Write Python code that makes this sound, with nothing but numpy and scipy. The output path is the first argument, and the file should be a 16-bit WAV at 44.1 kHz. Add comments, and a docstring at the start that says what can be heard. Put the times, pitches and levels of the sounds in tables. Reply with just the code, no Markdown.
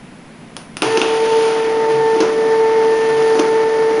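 """A desktop label printer

A button clicks down and up, the drive starts with a clack, and a stepper motor hums at its step rate
over whirring gears. Friction makes the strip hiss as it leaves the slot, and each label edge knocks
the plastic case into free vibration as it passes the roller. It is heard close by, in a small room."""
import sys
import numpy as np
from scipy import signal
from scipy.fft import rfft, irfft
from scipy.io import wavfile

SR = 44100
rng = np.random.default_rng(int(sys.argv[2]) if len(sys.argv) > 2 else 0)


def store_pcm(level_fs):
    """Save levels as 16-bit WAV."""
    pcm = np.round(np.clip(level_fs, -1, 1) * 32767).astype(np.int16)
    wavfile.write(sys.argv[1], SR, np.atleast_2d(pcm).T)


N = 176400
TIME = np.arange(N) / SR

# Stereo width. Each row: frequency in Hz, side relative to mid in dB.
STEREO_WIDTH = [(40, -21), (130, -25), (350, -34), (1000, -23), (3000, -16.5), (9000, -14.5)]
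# Spectrum of the room noise. Each row: frequency in Hz, relative density in dB.
NOISE_SPECTRUM = [(20, -16.5), (40, -22), (55, -21.5), (100, -18.5), (160, -6.5), (250, -7), (320, -14.5),
                  (450, -17.5), (740, -20.5), (1300, -25), (2300, -26), (4000, -35.5), (7000, -41),
                  (8800, -45.5), (9800, -36), (10400, -35)]
# Decay of the room. Each row: frequency in Hz, reverberation time (t60) in seconds.
ROOM_DECAY = [(200, 0.89), (1000, 0.56), (3000, 0.29), (10000, 0.44)]

# One roller judder per label. Each row: centre in seconds, length in seconds, pitch in Hz, level in dB.
ROLLER_JUDDERS = [(0.893, 0.1, 122, -36.5), (1.98, 0.16, 141, -32.5), (3.177, 0.23, 141, -37)]
# Friction of the moving strip. Each row: time in seconds, scrape level in dB, hiss level in dB.
STRIP_LEVELS = [(.82, -24, -30), (.92, -29.5, -29), (1.0, -31, -29.5), (1.09, -26.5, -30.5),
                (1.2, -32, -31.5), (1.32, -29.5, -31), (1.48, -32, -29), (1.65, -34, -36.5),
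                (1.87, -42.5, -39.5), (1.92, -33, -33.5), (1.98, -40, -38), (2.17, -37.5, -36),
                (2.25, -33.5, -37.5), (2.38, -41, -37.5), (2.75, -40, -39.5), (2.95, -37, -35),
                (3.12, -34.5, -35), (3.36, -37.5, -32.5), (3.6, -38.5, -38), (4.0, -41.5, -37.5)]
# Spectra of paper on the slot's lip and of the gears. Each row: frequency in Hz, relative density in dB.
SCRAPE_SPECTRUM = [(200, -19.5), (900, -9), (1400, 2.5), (2050, -9.5), (2400, 2.5), (2800, 1.5), (3300, 0),
                   (3900, -7), (6000, -30), (10400, -37)]
GEAR_SPECTRUM = [(40, -41), (100, -34), (140, -8.5), (200, -19), (245, -4.5), (300, 2.5), (370, -2),
                 (480, -8.5), (560, -5.5), (800, -5.5), (1100, -7.5), (1450, -8.5), (1650, -13), (1850, -8),
                 (2050, -11), (2300, -17), (3000, -21.5), (6000, -25), (10500, -68)]
# Bright paper hiss, with a deep notch filtered out near 8 kHz that is not the paper's own.
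# Each row: frequency in Hz, relative density in dB.
NOTCHED_HISS = [(300, -14.5), (1500, -0.5), (3800, -4), (4700, 4), (5500, -1.5), (6300, -0.5), (7200, -4.5),
                (7900, -51.5), (8700, -3.5), (10400, -1.5)]

# Button down, button up, drive engaging. Each row: start in seconds, thud gain in dB,
# case gain in dB, snap gain in dB, snap time constant in seconds, rattle gain in dB.
CLICK_IMPACTS = [(.5668, -36, -29, -15.5, 0.0014, -38), (.7695, -25, -17.5, -12, 0.00066, -42),
                 (.8208, -6, -4.5, -6, 0.0012, -14)]
# Label edges meeting and leaving the roller. Each row: as for the clicks.
EDGE_IMPACTS = [(.9738, -16, -6.5, -15, 0.0024, -25.5), (.9790, -3, -27, -22, .001, -40),
                (.9950, -44, -37, -17.5, 0.0016, -32), (1.0163, -10, 0, -16, 0.0017, -21),
                (2.1650, -5.5, -37.5, -29, 0.0022, -41), (2.2045, -2, -22, -17, 0.0045, -20),
                (2.2105, -6, -29, -25, 0.0044, -20.5), (2.2240, -22, -21, -28, 0.0027, -21.5),
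                (3.3530, -10, -41, -28, 0.0016, -23), (3.3930, -12, -13, -21, .005, -21),
                (3.3962, -2, -16.5, -18, 0.0046, -25)]
# Low modes (the thud) and high modes of the plastic case.
# Each row: frequency in Hz, relative level in dB, t60 in seconds.
THUD_MODES = [(210, -23, 0.083), (315, -5.5, 0.025), (326, -12.5, 0.077), (368, -2.5, 0.06),
              (454, -6.5, 0.026), (830, -16, 0.015), (1090, -9, 0.012)]
CASE_MODES = [(1120, -11, 0.012), (1450, -4.5, .014), (2650, -3.5, 0.021), (2810, -2.5, 0.018),
              (3100, -2, 0.009), (3530, -9.5, 0.018)]
# Sharp button and label-edge snaps, with a notch filtered out near 8 kHz that is not their own.
# Each row: frequency in Hz, relative density in dB.
NOTCHED_CLICK_SNAP = [(200, -18), (800, 3), (1400, 3), (2100, -4), (2900, 4), (4000, -2), (5000, 0.5),
                      (6500, -3.5), (7800, -19), (9000, -1.5), (10400, 0)]
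NOTCHED_EDGE_SNAP = [(60, -29), (200, -16), (800, 5), (1400, 7.5), (2100, 1), (2900, 1), (4000, 3.5),
                     (6300, 3.5), (7800, -22), (8800, -9), (10400, -6.5)]
# Spectrum of loose parts rattling. Each row: frequency in Hz, relative density in dB.
RATTLE_SPECTRUM = [(60, -48.5), (140, -8), (220, -15.5), (350, 11), (550, 0), (1000, 1), (1500, -7),
                   (2100, -12), (3000, -26.5), (6000, -15), (10400, -55)]

# Motor speed. Each row: time in seconds, step rate in Hz.
STEP_RATE = [(.82, 446.8), (1.0, 447.3), (1.35, 448.4), (1.85, 447.8), (2.2, 446.6), (2.7, 446.5),
             (3.1, 447.1), (3.4, 445.6), (4.0, 446.2)]
# The step tone, its octave and the whine two octaves up. Each row: time in seconds, level in dB.
HUM_LEVEL = [(.82, -42), (.88, -20), (.96, -14), (1.01, -21), (1.13, -16.5), (1.25, -16.5), (1.38, -12.5),
             (1.6, -17), (1.77, -16.5), (2.1, -14), (2.3, -16.5), (2.57, -12.5), (2.88, -12.5),
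             (2.98, -15.5), (3.32, -12.5), (3.41, -17), (3.55, -14), (4.0, -14)]
OCTAVE_LEVEL = [(.82, -37), (.96, -23.5), (1.03, -29.5), (1.15, -25.5), (1.32, -22.5), (1.63, -29),
                (1.85, -22), (1.93, -26), (2.06, -20.5), (2.2, -25), (2.29, -34.5), (2.47, -28),
                (2.61, -22), (2.88, -24), (2.98, -26.5), (3.3, -27), (3.52, -23.5), (4.0, -27)]
WHINE_LEVEL = [(.82, -39), (.94, -34.5), (1.1, -45), (1.93, -40.5), (2.03, -29.5), (2.2, -39), (2.3, -41),
               (2.44, -34.5), (2.86, -36.5), (2.96, -30), (3.1, -30.5), (3.35, -33), (3.44, -41),
               (3.55, -33.5), (4.0, -35)]
# Weaker motor and gear tones. Each row: frequency in Hz at the nominal step rate, level in dB.
DRIVE_TONES = [(397, -40.5), (489, -38.5), (588.5, -37.5), (669.5, -52.5), (751.5, -37.5), (992, -47.5),
               (1341, -46.5), (2132, -46), (2239, -45), (2750, -61)]


def amp(db):
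    """Amplitude grows tenfold with every 20 dB."""
    return 10 ** (np.asarray(db) / 20)


def unit(x):
    """Normalisation to an rms of 1."""
    return x / np.sqrt(np.mean(x ** 2) + 1e-20)


def curve(points):
    """Linear interpolation of a time table at every sample."""
    return np.interp(TIME, *np.transpose(points))


def at_frequency(points, hz):
    """Interpolation of a table on a logarithmic frequency axis."""
    table_hz, value = np.transpose(points)
    return np.interp(np.log(hz + 1), np.log(table_hz + 1), value)


def add(mix, start_s, sound):
    """Superposition: a sound adds to the mix from its start time."""
    part = mix[round(start_s * SR):][:len(sound)]
    part += sound[:len(part)]


def drift(rate_hz):
    """Low-passed noise gives a slow random motion of rms 1."""
    hz = np.fft.rfftfreq(N, 1 / SR)
    return unit(irfft(rfft(rng.standard_normal(N)) / (1 + (hz / rate_hz) ** 4), N))


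def colour(x, spectrum, size=4096):
    """A causal filter of unit energy imposes the shape of a spectrum."""
    hz = abs(np.fft.fftfreq(size, 1 / SR))
    log_gain = np.log(amp(at_frequency(spectrum, hz)))
    taps = np.fft.ifft(np.exp(signal.hilbert(log_gain).conj())).real[:size // 2]
    return signal.oaconvolve(x, taps / np.linalg.norm(taps))[:len(x)]


def spread(mid, other):
    """Mid-side stereo: a weak uncorrelated side signal gives a nearly mono pair."""
    width = amp(at_frequency(STEREO_WIDTH, np.fft.rfftfreq(N, 1 / SR)))
    side = irfft(rfft(other) * width, N)
    return np.array([mid + side, mid - side])


def stereo_noise(excite, spectrum):
    """Source and filter: two independent draws of an excitation, coloured alike, form mid and side."""
    return spread(*[unit(colour(excite(), spectrum)) for _ in range(2)])


def grains(per_s, spread_db, smooth):
    """Shot noise: tiny random impacts of uneven size, blended with smooth noise."""
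    sizes = amp(spread_db * np.minimum(rng.exponential(1, N), 4)) * rng.choice([-1, 1], N)
    impacts = sizes * (rng.random(N) < per_s / SR)
    return unit(unit(impacts) + smooth * rng.standard_normal(N))


def ambience(level_db=-37.5):
    """Stationary noise, strongest at low frequencies, is the background of the room."""
    return amp(level_db) * stereo_noise(lambda: rng.standard_normal(N), NOISE_SPECTRUM)


def reverberation(x, size=256, density=.08, gap_samples=150):
    """Sparse reflections form a diffuse tail, each band decaying exponentially at its own rate."""
    echoes = []
    for _ in range(2):
        reflections = rng.choice([-1., 1.], SR) * (rng.random(SR) < density)
        reflections *= np.arange(SR) > gap_samples
        hz, t, bands = signal.stft(reflections, SR, nperseg=size)
        decay = amp(-60 * t / at_frequency(ROOM_DECAY, hz)[:, None])
        tail = signal.istft(bands * decay, SR, nperseg=size)[1]
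        echoes.append(signal.fftconvolve(x, tail / np.linalg.norm(tail))[:N])
    return spread(*echoes)


def roller(wobble_cycles=0.025):
    """The roller judders ahead of each label edge: a low vibration under a Gaussian envelope."""
    sway = wobble_cycles * drift(15)
    out = 0
    for centre_s, length_s, hz, db in ROLLER_JUDDERS:
        envelope = amp(db) * np.exp(-(2 * (TIME - centre_s) / length_s) ** 2)
        out += envelope * np.sin(2 * np.pi * (hz * TIME + sway))
    return np.sqrt(2) * out


def paper(flicker_db=0.45):
    """Sliding friction: the strip scrapes the lip of the slot and hisses; a filter notches the hiss."""
    times, scrape_db, hiss_db = np.transpose(STRIP_LEVELS)
    out = 0
    for level_db, spectrum in ((scrape_db, SCRAPE_SPECTRUM), (hiss_db, NOTCHED_HISS)):
        friction = stereo_noise(lambda: grains(per_s=3000, spread_db=2.0, smooth=0.73), spectrum)
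        out += amp(np.interp(TIME, times, level_db)) * friction
    return out * amp(flicker_db * drift(50))


def gears(steps, level_db=-26.5, pulsing=0.42, swell_db=1.0):
    """Amplitude modulation: teeth chatter into the housing, pushed by every motor step."""
    push = (1 + pulsing * np.cos(2 * np.pi * steps)) * amp(swell_db * drift(19))
    whir = stereo_noise(lambda: push * grains(per_s=1800, spread_db=1.9, smooth=0.69), GEAR_SPECTRUM)
    return amp(level_db) * whir


def ring(modes, t, detune=0.0098):
    """Free vibration is a sum of damped modes, here slightly detuned for every impact."""
    out = 0
    for hz, db, t60 in modes:
        detuned_hz = hz * (1 + detune * rng.uniform(-1, 1))
        out += amp(db - 60 * t / t60) * np.sin(2 * np.pi * detuned_hz * t)
    return out / 2


def crackle(t, decay_s, rise_s=0.00036, tail_db=-12.5, tail_s=0.0023):
    """A brief contact is broadband: the noise of a snap, dying as the sum of two exponentials."""
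    decay = np.exp(-t / decay_s) + amp(tail_db) * np.exp(-t / tail_s)
    return rng.standard_normal(len(t)) * np.minimum(t / rise_s, 1) * decay


def rattle(t, rise_s=0.0042, decay_s=.055):
    """Loose parts, once shaken, collide at random with decaying strength."""
    collisions = grains(per_s=700, spread_db=0.87, smooth=0.26)[:len(t)]
    return unit(colour(collisions, RATTLE_SPECTRUM)) * np.minimum(t / rise_s, 1) * np.exp(-t / decay_s)


def impacts(table, snap_filter, room_db, tick_db=15.5, cutoff_hz=223):
    """Impulsive excitation: each blow snaps, rings the case and shakes loose parts; the room echoes."""
    direct, to_room = np.zeros(N), np.zeros(N)
    t = np.arange(SR // 3) / SR
    tick = amp(tick_db) * (t == 0)
    small_box = signal.butter(4, cutoff_hz, "high", fs=SR, output="sos")  # radiates little bass
    for start_s, thud_db, case_db, snap_db, snap_s, rattle_db in table:
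        snap = amp(snap_db) * colour(tick + crackle(t, snap_s), snap_filter)
        modes = amp(thud_db) * ring(THUD_MODES, t) + amp(case_db) * ring(CASE_MODES, t)
        body = signal.sosfilt(small_box, modes)
        add(direct, start_s, body + snap + amp(rattle_db) * rattle(t))
        add(to_room, start_s, body + amp(snap_db) * colour(2 * tick, snap_filter))
    return direct + amp(room_db) * reverberation(to_room)


def stepper(steps, nominal_hz=447, flutter_db=0.92, jitter_cycles=0.011,
            gear_waver_db=3.0, gear_jitter_cycles=0.027):
    """Forced vibration: the step tone, its overtones and the gear tones all follow the motor speed."""
    uneven_steps = steps + jitter_cycles * drift(39)
    out = 0
    for harmonic, levels in ((1, HUM_LEVEL), (2, OCTAVE_LEVEL), (4, WHINE_LEVEL)):
        gain = amp(curve(levels) + flutter_db * np.sqrt(harmonic) * drift(20))
        out += gain * np.cos(2 * np.pi * harmonic * uneven_steps)
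    for hz, db in DRIVE_TONES:
        gain = amp(db + gear_waver_db * drift(4.6))
        cycles = steps * hz / nominal_hz + gear_jitter_cycles * drift(15.4) + rng.random()
        out += gain * np.sin(2 * np.pi * cycles)
    return np.sqrt(2) * out


def scene(drive_start_s=.821, drive_rise_s=0.0025):
    """Sound pressures add: the running drive, the clicks, the knocks and the room noise."""
    steps = np.cumsum(curve(STEP_RATE)) / SR
    running = np.clip((TIME - drive_start_s) / drive_rise_s, 0, 1)
    drive = running * (stepper(steps) + gears(steps) + paper() + roller())
    clicks = impacts(CLICK_IMPACTS, NOTCHED_CLICK_SNAP, room_db=-7.5)
    knocks = impacts(EDGE_IMPACTS, NOTCHED_EDGE_SNAP, room_db=-7)
    return drive + clicks + knocks + ambience()


def record(dry, ceiling=.85, knee=12, cutoff_hz=10490):
    """Soft saturation rounds the loudest peaks, and a low-pass filter limits the bandwidth."""
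    rounded = dry / (1 + abs(dry / ceiling) ** knee) ** (1 / knee)
    low_pass = signal.firwin(511, cutoff_hz, window=("kaiser", 9), fs=SR)
    return signal.oaconvolve(rounded, low_pass[None], "same")


dry = scene()
out = record(dry)
store_pcm(out)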